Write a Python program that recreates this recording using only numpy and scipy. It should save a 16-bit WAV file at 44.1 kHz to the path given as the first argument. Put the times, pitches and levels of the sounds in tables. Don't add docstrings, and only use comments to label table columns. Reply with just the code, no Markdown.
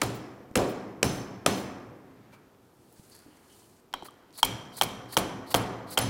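import sys
import numpy as np
from scipy import signal
from scipy.fft import rfft, irfft
from scipy.io import wavfile
from scipy.ndimage import uniform_filter1d

SR = 44100
rng = np.random.default_rng(int(sys.argv[2]) if len(sys.argv) > 2 else 0)


def to_linear_factor(level_db):
    exponent = np.asarray(level_db, float) / 20
    return 10 ** exponent


def waveform_to_disk(signal):
    frames = np.transpose(np.atleast_2d(signal))
    scaled = np.clip(frames, -1, 1) * 32767
    samples = np.round(scaled).astype(np.int16)
    wavfile.write(sys.argv[1], SR, samples)


N = 268569

# start_s, peak_db, bending_hz, upper_mode_db, ring_ms
FLAPS = [
    (3.9382, -17, 970, -1.5, 2.14),
    (4.0235, -30, 837, -11.5, 2.8),
    (4.085, -37.5, 1190, -9.5, 4.3),
    (4.4298, -9, 908, 2, 4),
    (4.8123, -10.5, 813, 1.5, 3.05),
    (5.1685, -10, 919, 2.5, 1.95),
    (5.5427, -8, 824, -3, 2.1),
    (5.974, -19.5, 772, 5.5, 5.3),
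]
# arrival_s, rms_db, length_ms, slide_before_ms, shell_thud_db
SWINGS = [
    (2.315, -75, 40, 1.1, 20.5),
    (4.043, -54.5, 26.5, 1, 6),
    (4.375, -45, 25, 46, -1),
    (4.766, -43.5, 25.2, 44, -3.5),
    (5.121, -44, 23.7, 38, 1),
    (5.503, -43, 22.7, 41, 3.5),
    (5.902, -45, 38.7, 35, -2),
]
TURN_S = 3
BAND_HZ = 30 * 2 ** np.arange(0, 9.5, .5)


def secs(length):
    return np.arange(int(max(length, .0005) * SR)) / SR


def fade(t, t60):
    return np.exp(-np.log(1000) * t / max(t60, 1e-4))


def add(track, s, x):
    i = int(s * SR)
    track[i:i + len(x)] += x[:N - i]


def shape(x, gain):
    return irfft(rfft(x) * gain(np.arange(len(x) // 2 + 1) * SR / len(x) + 1e-3), len(x))


def curve(points):
    hz, db = np.transpose(points)
    return lambda f: to_linear_factor(np.interp(np.log(f), np.log(hz), db))


def peak(hz, width):
    return lambda f: 1 / np.sqrt(1 + ((f - hz ** 2 / f) / width) ** 2)


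def noise(gain, size=N):
    x = shape(rng.standard_normal(size), gain)
    return x / x.std()


def flicker(size):
    return uniform_filter1d(np.repeat(rng.standard_normal(N // size + 1), size)[:N], size)


def no_bass(x, hz):
    return signal.sosfilt(signal.butter(2, hz, "high", fs=SR, output="sos"), x)


def flap():
    # mode_hz, level_db, t60_ms
    edge_modes = [(1350, 4.5, 6.4), (2020, -15.5, 7.9), (3640, -5.5, 11), (5570, -3.5, 10), (7200, -9, 4.7),
                  (8120, 1, 2.7), (11000, 5, 2.8)]
    upper_hz = 3186
    soft_below_db, dull_db_per_octave = -8, 0.5
    out, t = np.zeros(N), secs(.08)
    phases = rng.uniform(0, 2 * np.pi, (len(FLAPS), len(edge_modes)))
    crack = noise(peak(3200, 5100))

    def held(hold_ms):
        choked = np.exp(-(1000 * t / hold_ms) ** 2) + .12 * fade(t, .05)
        return (1 - np.exp(-t / .0008)) * choked

    for (s, db, hz, upper_db, ms), phase in zip(FLAPS, phases):
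        upper = to_linear_factor(upper_db) * held(0.91 * ms) * np.sin(2 * np.pi * upper_hz * t)
        bending = held(1.13 * ms) * np.sin(2 * np.pi * hz * t)
        dull_db = dull_db_per_octave * np.clip(soft_below_db - db, 0, 9)
        edge = to_linear_factor(-dull_db) * 0.65 * crack[int(s * SR):][:len(t)] * fade(t, 0.018)
        for (f, mode_db, t60_ms), p in zip(edge_modes, phase):
            mode_gain = to_linear_factor(mode_db - dull_db * np.log2(f / 3000))
            edge += mode_gain * np.sin(2 * np.pi * f * t + p) * fade(t, t60_ms / 1000)
        edge *= to_linear_factor(-4.5 + upper_db) * (1 - np.exp(-t / 0.0004))
        add(out, s, to_linear_factor(db) * (upper - bending + edge))
    return out


def clash():
    # start_s, peak_db, length_ms, thump_db, thump_hz
    clashes = [
        (.0157, -13, 2.3, -20, 900),
        (.0183, -12, 1.8, 0, 900),
        (.5547, -11, 4, -4, 500),
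        (.5737, -19, 1.5, 6, 400),
        (1.0288, -6, 2.6, -2, 520),
        (1.4617, -6, 2.5, 1, 600),
        (4.8206, -10.5, 1.3, -6, 700),
        (5.1733, -10.5, 2.6, 0, 480),
        (5.5466, -10, 2.6, 4, 560),
        (5.9772, -8, 2.4, -6, 550),
    ]
    # point_hz, level_db
    colour = [(410, -43.5), (700, -2), (1970, -3.5), (2800, 1), (3890, -7.5), (6230, -7), (7490, -8.5),
              (8420, -3), (9230, -22), (10500, -6.5), (13500, -27), (15000, -49.5), (16000, -63.5)]
    hidden_top_db, open_top_db = -9.5, 0
    out, t = np.zeros(N), secs(0.019)
    top, chatter = noise(peak(12000, 5000)), noise(curve(colour))
    for s, db, ms, thump_db, hz in clashes:
        span = ms / 1000
        i = slice(int(s * SR), int(s * SR) + len(t))
        top_db = open_top_db if s > TURN_S else hidden_top_db
        swell = np.clip(.5 + .5 * t / span, 0, 1) * fade(np.maximum(t - span, 0), .005)
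        x = swell * (chatter[i] + to_linear_factor(top_db) * fade(t, .012) * top[i])
        add(out, s, to_linear_factor(db) * x / np.abs(x).max())
        thump = np.sin(2 * np.pi * hz * t) * fade(t, 6 / hz)
        add(out, s + 0.732 * span, to_linear_factor(db + thump_db) * thump)
    return out


def pellets():
    # centre_hz, width_hz
    modes = [
        (4350, 1100),
        (9800, 6500),
        (15200, 1500),
    ]
    hits = rng.standard_normal((3, N)) * to_linear_factor(1.6 * rng.exponential(size=N))
    layers = []
    for x, (hz, width) in zip(hits, modes):
        x = shape(shape(x, peak(hz, width)), peak(hz, 1.2 * width))
        layers.append(x / x.std())
    return np.array(layers)


def shaking():
    # time_s, level_db
    carry = [(2.62, -82), (2.89, -69.5), (2.935, -67), (3.15, -61), (3.29, -69), (3.44, -68.5),
             (3.57, -60.5), (3.79, -71), (3.89, -91)]
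    return to_linear_factor(np.interp(np.arange(N) / SR, *np.transpose(carry), -120, -120))


def shot():
    # start_s, rms_db, length_ms, top_db
    landings = [(.026, -46, 15, 9), (.033, -37, 4.1, -6), (.14, -60, 29, 20), (.56, -36, 11, 4),
                (.682, -55.5, 30, 15), (1.036, -41.5, 26, -16.5), (1.09, -54.5, 100, 2.5),
                (1.54, -53.5, 79, 8.5), (4.446, -27, 7.6, -9), (4.831, -29, 8.1, 8),
                (5.179, -32.5, 14.4, -2), (5.551, -33.5, 18.4, 2), (5.986, -24.5, 5.6, -1)]
    # start_s, peak_db, pitch_hz
    ticks = [(2.548, -45.5, 2500), (2.927, -38, 10980), (3.017, -58.5, 10000), (3.0994, -37, 10500),
             (3.113, -51, 10500), (3.1514, -32, 11000), (3.165, -35, 10500), (3.191, -37, 10500),
             (3.274, -55, 10000), (3.9295, -29, 4300), (3.958, -63, 4000), (4.033, -39, 8000),
             (4.0788, -47, 9000), (4.09, -61, 9000), (4.109, -40, 9000), (4.141, -50, 8000),
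             (4.328, -40.5, 7000), (4.343, -44, 9000), (4.307, -44, 4530), (4.355, -37, 4260),
             (3.58, -50.5, 5500), (.064, -22, 7200), (1.057, -39, 7500), (4.8048, -40, 9000),
             (.513, -45, 7970), (.54, -50, 5000)]
    level = np.zeros((3, N))
    bursts = [(s, db, ms, -6, top_db, (.4, .4, .4), .7, 3.8) for s, db, ms, top_db in landings]
    bursts += [(s, db, ms, -3, 6, (.4, 0.17, .05), 1.02, 1.84) for s, db, ms, *_ in SWINGS]
    for s, db, ms, cavity_db, top_db, rises, hold, t60 in bursts:
        u = secs(3 * ms / 1000) * 1000 / ms
        for row, rel_db, rise in zip(level, (cavity_db, 0, top_db - 14), rises):
            pour = np.minimum(u / rise, 1) * fade(np.maximum(u - hold, 0), t60)
            add(row, s, to_linear_factor(db + rel_db) * pour)
    for s, db, _, ms, _ in SWINGS:
        u = secs(2 * ms / 1000) * 1000 / ms
        slide = np.minimum(u, 1) ** 0.53 * fade(np.maximum(u - 1, 0), 0.78)
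        for row, rel_db in zip(level, (3.5, 0, -30)):
            add(row, s - ms / 1000, to_linear_factor(db - 13 + rel_db) * slide)
    carried_db = np.array([[-11.5], [-3], [-17]])
    level += shaking() * to_linear_factor(carried_db)
    out, t = (level * pellets()).sum(axis=0), secs(.004)
    for s, db, hz in ticks:
        add(out, s, to_linear_factor(db) * np.sin(2 * np.pi * hz * t) * fade(t, .001))
    return out


def shell():
    out, rush = np.zeros(N), noise(peak(800, 730))
    for s, db, ms, _, thud_db in SWINGS:
        add(out, s, to_linear_factor(db + thud_db) * np.hanning(len(secs(1.23 * ms / 1000))))
    return out * rush


def vise():
    vise_modes = {"lip": (1280, 200, .05), "screw": (5230, 150, .5), "nut": (5430, 150, .9),
                  "tab": (2800, 500, .015), "jaw": (6125, 90, .6), "slide": (9260, 110, .38),
                  "plate": (9950, 70, .22), "bar": (11590, 65, .6)}
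    # start_s, mode_name, level_db
    wakes = [(.018, "lip", -25), (1.0298, "tab", -15), (0.554, "lip", -43.5), (1.462, "lip", -21),
             (5.549, "lip", -22), (.03, "plate", -59.5), (.57, "jaw", -60), (.57, "plate", -52),
             (1.035, "screw", -44.5), (1.049, "nut", -51), (1.058, "jaw", -42.5), (1.04, "plate", -41),
             (1.471, "jaw", -45.5), (1.47, "slide", -61), (4.83, "jaw", -64), (4.86, "bar", -65),
             (5.19, "jaw", -55), (5.18, "slide", -50), (5.2, "bar", -67), (5.55, "jaw", -56),
             (5.58, "plate", -50), (6.012, "jaw", -46), (6.012, "plate", -35.5)]
    # start_s, centre_hz, width_hz, level_db, t60_s
    scrapes = [(.58, 510, 390, -24, 0.48), (2.319, 2300, 242, -58.5, 0.26), (2.32, 1350, 400, -63, 0.85),
               (2.92, 15300, 500, -67, 0.31), (3.11, 4550, 900, -58, 0.58), (3.3, 3040, 600, -68, 0.57),
               (3.49, 3050, 300, -63, 0.44), (3.62, 3040, 300, -67, .2), (3.94, 1010, 773, -31, 0.042),
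               (3.94, 3950, 700, -54.5, .5), (3.62, 950, 200, -62, .15)]
    # centre_hz, width_hz, level_db, t60_s
    singing = [
        (930, 200, -57, .2),
        (2300, 280, -30.5, 0.42),
        (2720, 300, -51, .55),
        (3270, 430, -55, .7),
        (5860, 340, -42.5, 0.79),
    ]
    fold_from_s, fold_db_per_s = 5.1, 26
    soft_below_db = -8
    out, t = np.zeros(N), secs(1.0)
    rings = list(scrapes)
    for s, mode, db in wakes:
        hz, width, t60 = vise_modes[mode]
        rings.append((s, hz, width, db, t60))
    for s, blow_db, _, upper_db, _ in FLAPS:
        free_db = blow_db + upper_db - fold_db_per_s * max(s - fold_from_s, 0)
        free_db -= max(soft_below_db - blow_db, 0)
        rings += [(s + .005, hz, width, free_db + db, t60) for hz, width, db, t60 in singing]
    for s, hz, width, db, t60 in rings:
        cluster = noise(lambda f: peak(hz, width)(f) ** 2, size=len(t))
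        attack_s = 0.011 if width > 220 and db < -53 else .0013
        add(out, s, to_linear_factor(db) * cluster * fade(t, t60) * np.minimum(t / attack_s, 1))
    return out


def bumps():
    # start_s, peak_db, pitch_hz, t60_ms
    knocks = [
        (0.514, -29, 215, 13),
        (2.996, -37, 167, 24),
        (3.263, -41, 300, 42),
        (3.284, -45, 300, 120),
        (4.029, -34, 346, 33),
        (3.94, -53.5, 30.2, 180),
        (4.43, -39, 30, 160),
    ]
    out, t = np.zeros(N), secs(.2)
    for s, db, hz, t60_ms in knocks:
        knock = np.sin(2 * np.pi * hz * t) * fade(t, t60_ms / 1000)
        add(out, s, to_linear_factor(db) * knock * np.minimum(t / 0.0006, 1))
    return out


def half_octave(f0):
    return lambda f: np.clip(1 - 2 * np.abs(np.log2(f / f0)), 0, 1)


def decay(t, f0):
    # centre_hz, near_t60_s, far_t60_s, far_db
    echo_bands = [(40, 0.37, 2.4, -22), (111.7, 0.44, 2.7, -14), (300, 0.77, 2.2, -6.5),
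                  (740, 0.13, 1.37, -4), (2090, 0.16, 1.33, -0.5), (4870, 0.97, 0.3, -1.5),
                  (10000, 0.35, 0.68, -7.5), (16000, 0.18, 0.44, -7.5)]
    hz, *columns = np.transpose(echo_bands)
    near, far, far_db = (np.interp(np.log(f0), np.log(hz), c) for c in columns)
    return fade(t, near) + to_linear_factor(far_db) * fade(t, far)


def bench():
    # start_s, weight_db, seating_db, slap_db
    blows = [(0.019, -28.5, -27.5, -37), (0.556, -26, -21, -34.5), (.575, -42, -34, -67),
             (1.031, -24, -25.5, -33.5), (1.462, -27.5, -24.5, -31.5), (3.941, -69, -43.5, -66),
             (4.428, -29, -34, -37.5), (4.817, -29, -29.5, -41), (5.171, -28, -24, -39),
             (5.547, -27, -21, -39), (5.977, -20, -27.5, -32)]
    # centre_hz, width_hz, level_db
    bench_modes = [(116, 18.2, 7), (193.8, 18, 4.5), (266.7, 12, 7), (311.5, 7.3, 2), (385, 26, -4),
                   (498.6, 23, -3), (730.4, 20, 0.5)]
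    # centre_hz, width_hz, level_db
    steel_modes = [(940, 32, -21.5), (1150, 230, -9), (2300, 90, -19), (3130, 110, -7), (4140, 140, -4),
                   (5204, 80, 6), (5540, 120, -5), (6000, 70, 1.5), (7300, 34.1, -8.5), (7000, 47, -6.5),
                   (7300, 180, 2), (8770, 49, -5.5), (9800, 55, 3.5), (9960, 110, 2), (10500, 87, 1),
                   (11190, 50, -6.5), (14800, 110, -7)]
    # point_hz, level_db
    weight_colour = [(22, -15), (110, 2), (300, -8.5), (750, -31.5)]
    # point_hz, level_db
    seating_colours = [
        [(110, -9.5), (300, 2.5), (750, 1), (2000, -13), (7000, -30.5)],
        [(110, -10.5), (300, -5.5), (750, 3.5), (2000, -9), (7000, -28)],
    ]
    # point_hz, level_db
    slap_colour = [(300, -4.5), (750, 9), (2000, 2.5), (7000, -1), (16000, 1.4)]

    def modes(f):
        return 1 + sum(to_linear_factor(db) * peak(hz, width)(f) ** 2 for hz, width, db in bench_modes + steel_modes)

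    source, out, t = noise(modes), np.zeros(N), secs(2.8)
    for f0 in BAND_HZ:
        power = np.zeros(N)
        tail = decay(t, f0) ** 2 * np.minimum(t / (.005 + 1.5 / f0), 1)
        for s, *parts_db in blows:
            on_top = int(s > TURN_S)
            colours = weight_colour, seating_colours[on_top], slap_colour
            weight, seating, slap = ((to_linear_factor(db) * curve(c)(f0)) ** 2 for db, c in zip(parts_db, colours))
            rise_s = 0.073 if on_top else .02
            add(power, s, tail * (weight * np.minimum(t / rise_s, 1) ** 2 + seating + slap))
        rattle = to_linear_factor(2 * flicker(size=150) * (f0 > 1500))
        out += rattle * shape(source, half_octave(f0)) * np.sqrt(power * 2000 / f0)
    return out


def hall():
    t = secs(2.8)
    white = rng.standard_normal(len(t))
    out = sum(shape(white, half_octave(f0)) * decay(t, f0) for f0 in BAND_HZ)
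    return out * np.minimum(t / 0.0016, 1)


def earlier_blow():
    return noise(peak(250, 400)) * to_linear_factor(-51.0) * fade(np.arange(N) / SR, 1.3)


def cloth():
    # point_hz, level_db
    rub_colour = [(250, -8.5), (1200, -11.5), (3000, -11), (6500, -8), (9000, -8), (13000, -26.5)]
    # middle_s, rms_db, length_s
    shuffles = [
        (2.25, -65.5, 0.97),
        (3.305, -65, 0.92),
        (4.266, -66.5, 0.9),
    ]
    swell = np.zeros(N)
    for s, db, length in shuffles:
        add(swell, s - length / 2, to_linear_factor(db) * np.hanning(len(secs(length))))
    rub = to_linear_factor(-2.5 + 3.6 * flicker(size=300)) * shaking() * noise(curve(rub_colour))
    shuffle = swell * to_linear_factor(1.15 * flicker(size=900)) * noise(lambda f: peak(1000, 1800)(f) ** 2)
    return rub + shuffle


def room_floor():
    # point_hz, level_db
    floor_colour = [(12, -43.5), (20, -16.5), (96, 1.5), (198, 2), (367, 3.5), (558, -3.5), (949, -6.5),
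                    (1120, -10), (1220, -9.5), (2020, -18), (9400, -26.5), (14700, -24), (16000, -52.5)]
    hiss = to_linear_factor(-86) * noise(peak(14950, 2943))
    return to_linear_factor(-60) * noise(curve(floor_colour)) + hiss


def scene():
    ringing = no_bass(no_bass(flap(), 250), 280)
    near = ringing + no_bass(clash(), 77) + shot() + shell() + bumps()
    echo = bench() + to_linear_factor(-52) * signal.fftconvolve(near, hall())[:N]
    background = earlier_blow() + cloth() + room_floor()
    return (near + vise() + echo + background)[None]


def roll_off(x):
    return signal.sosfilt(signal.butter(12, 16820, fs=SR, output="sos"), x)


def record(dry):
    mix = signal.sosfilt(signal.ellip(8, .2, 60, 16000, fs=SR, output="sos"), dry)
    return roll_off(mix)


dry = scene()
out = record(dry)
waveform_to_disk(out)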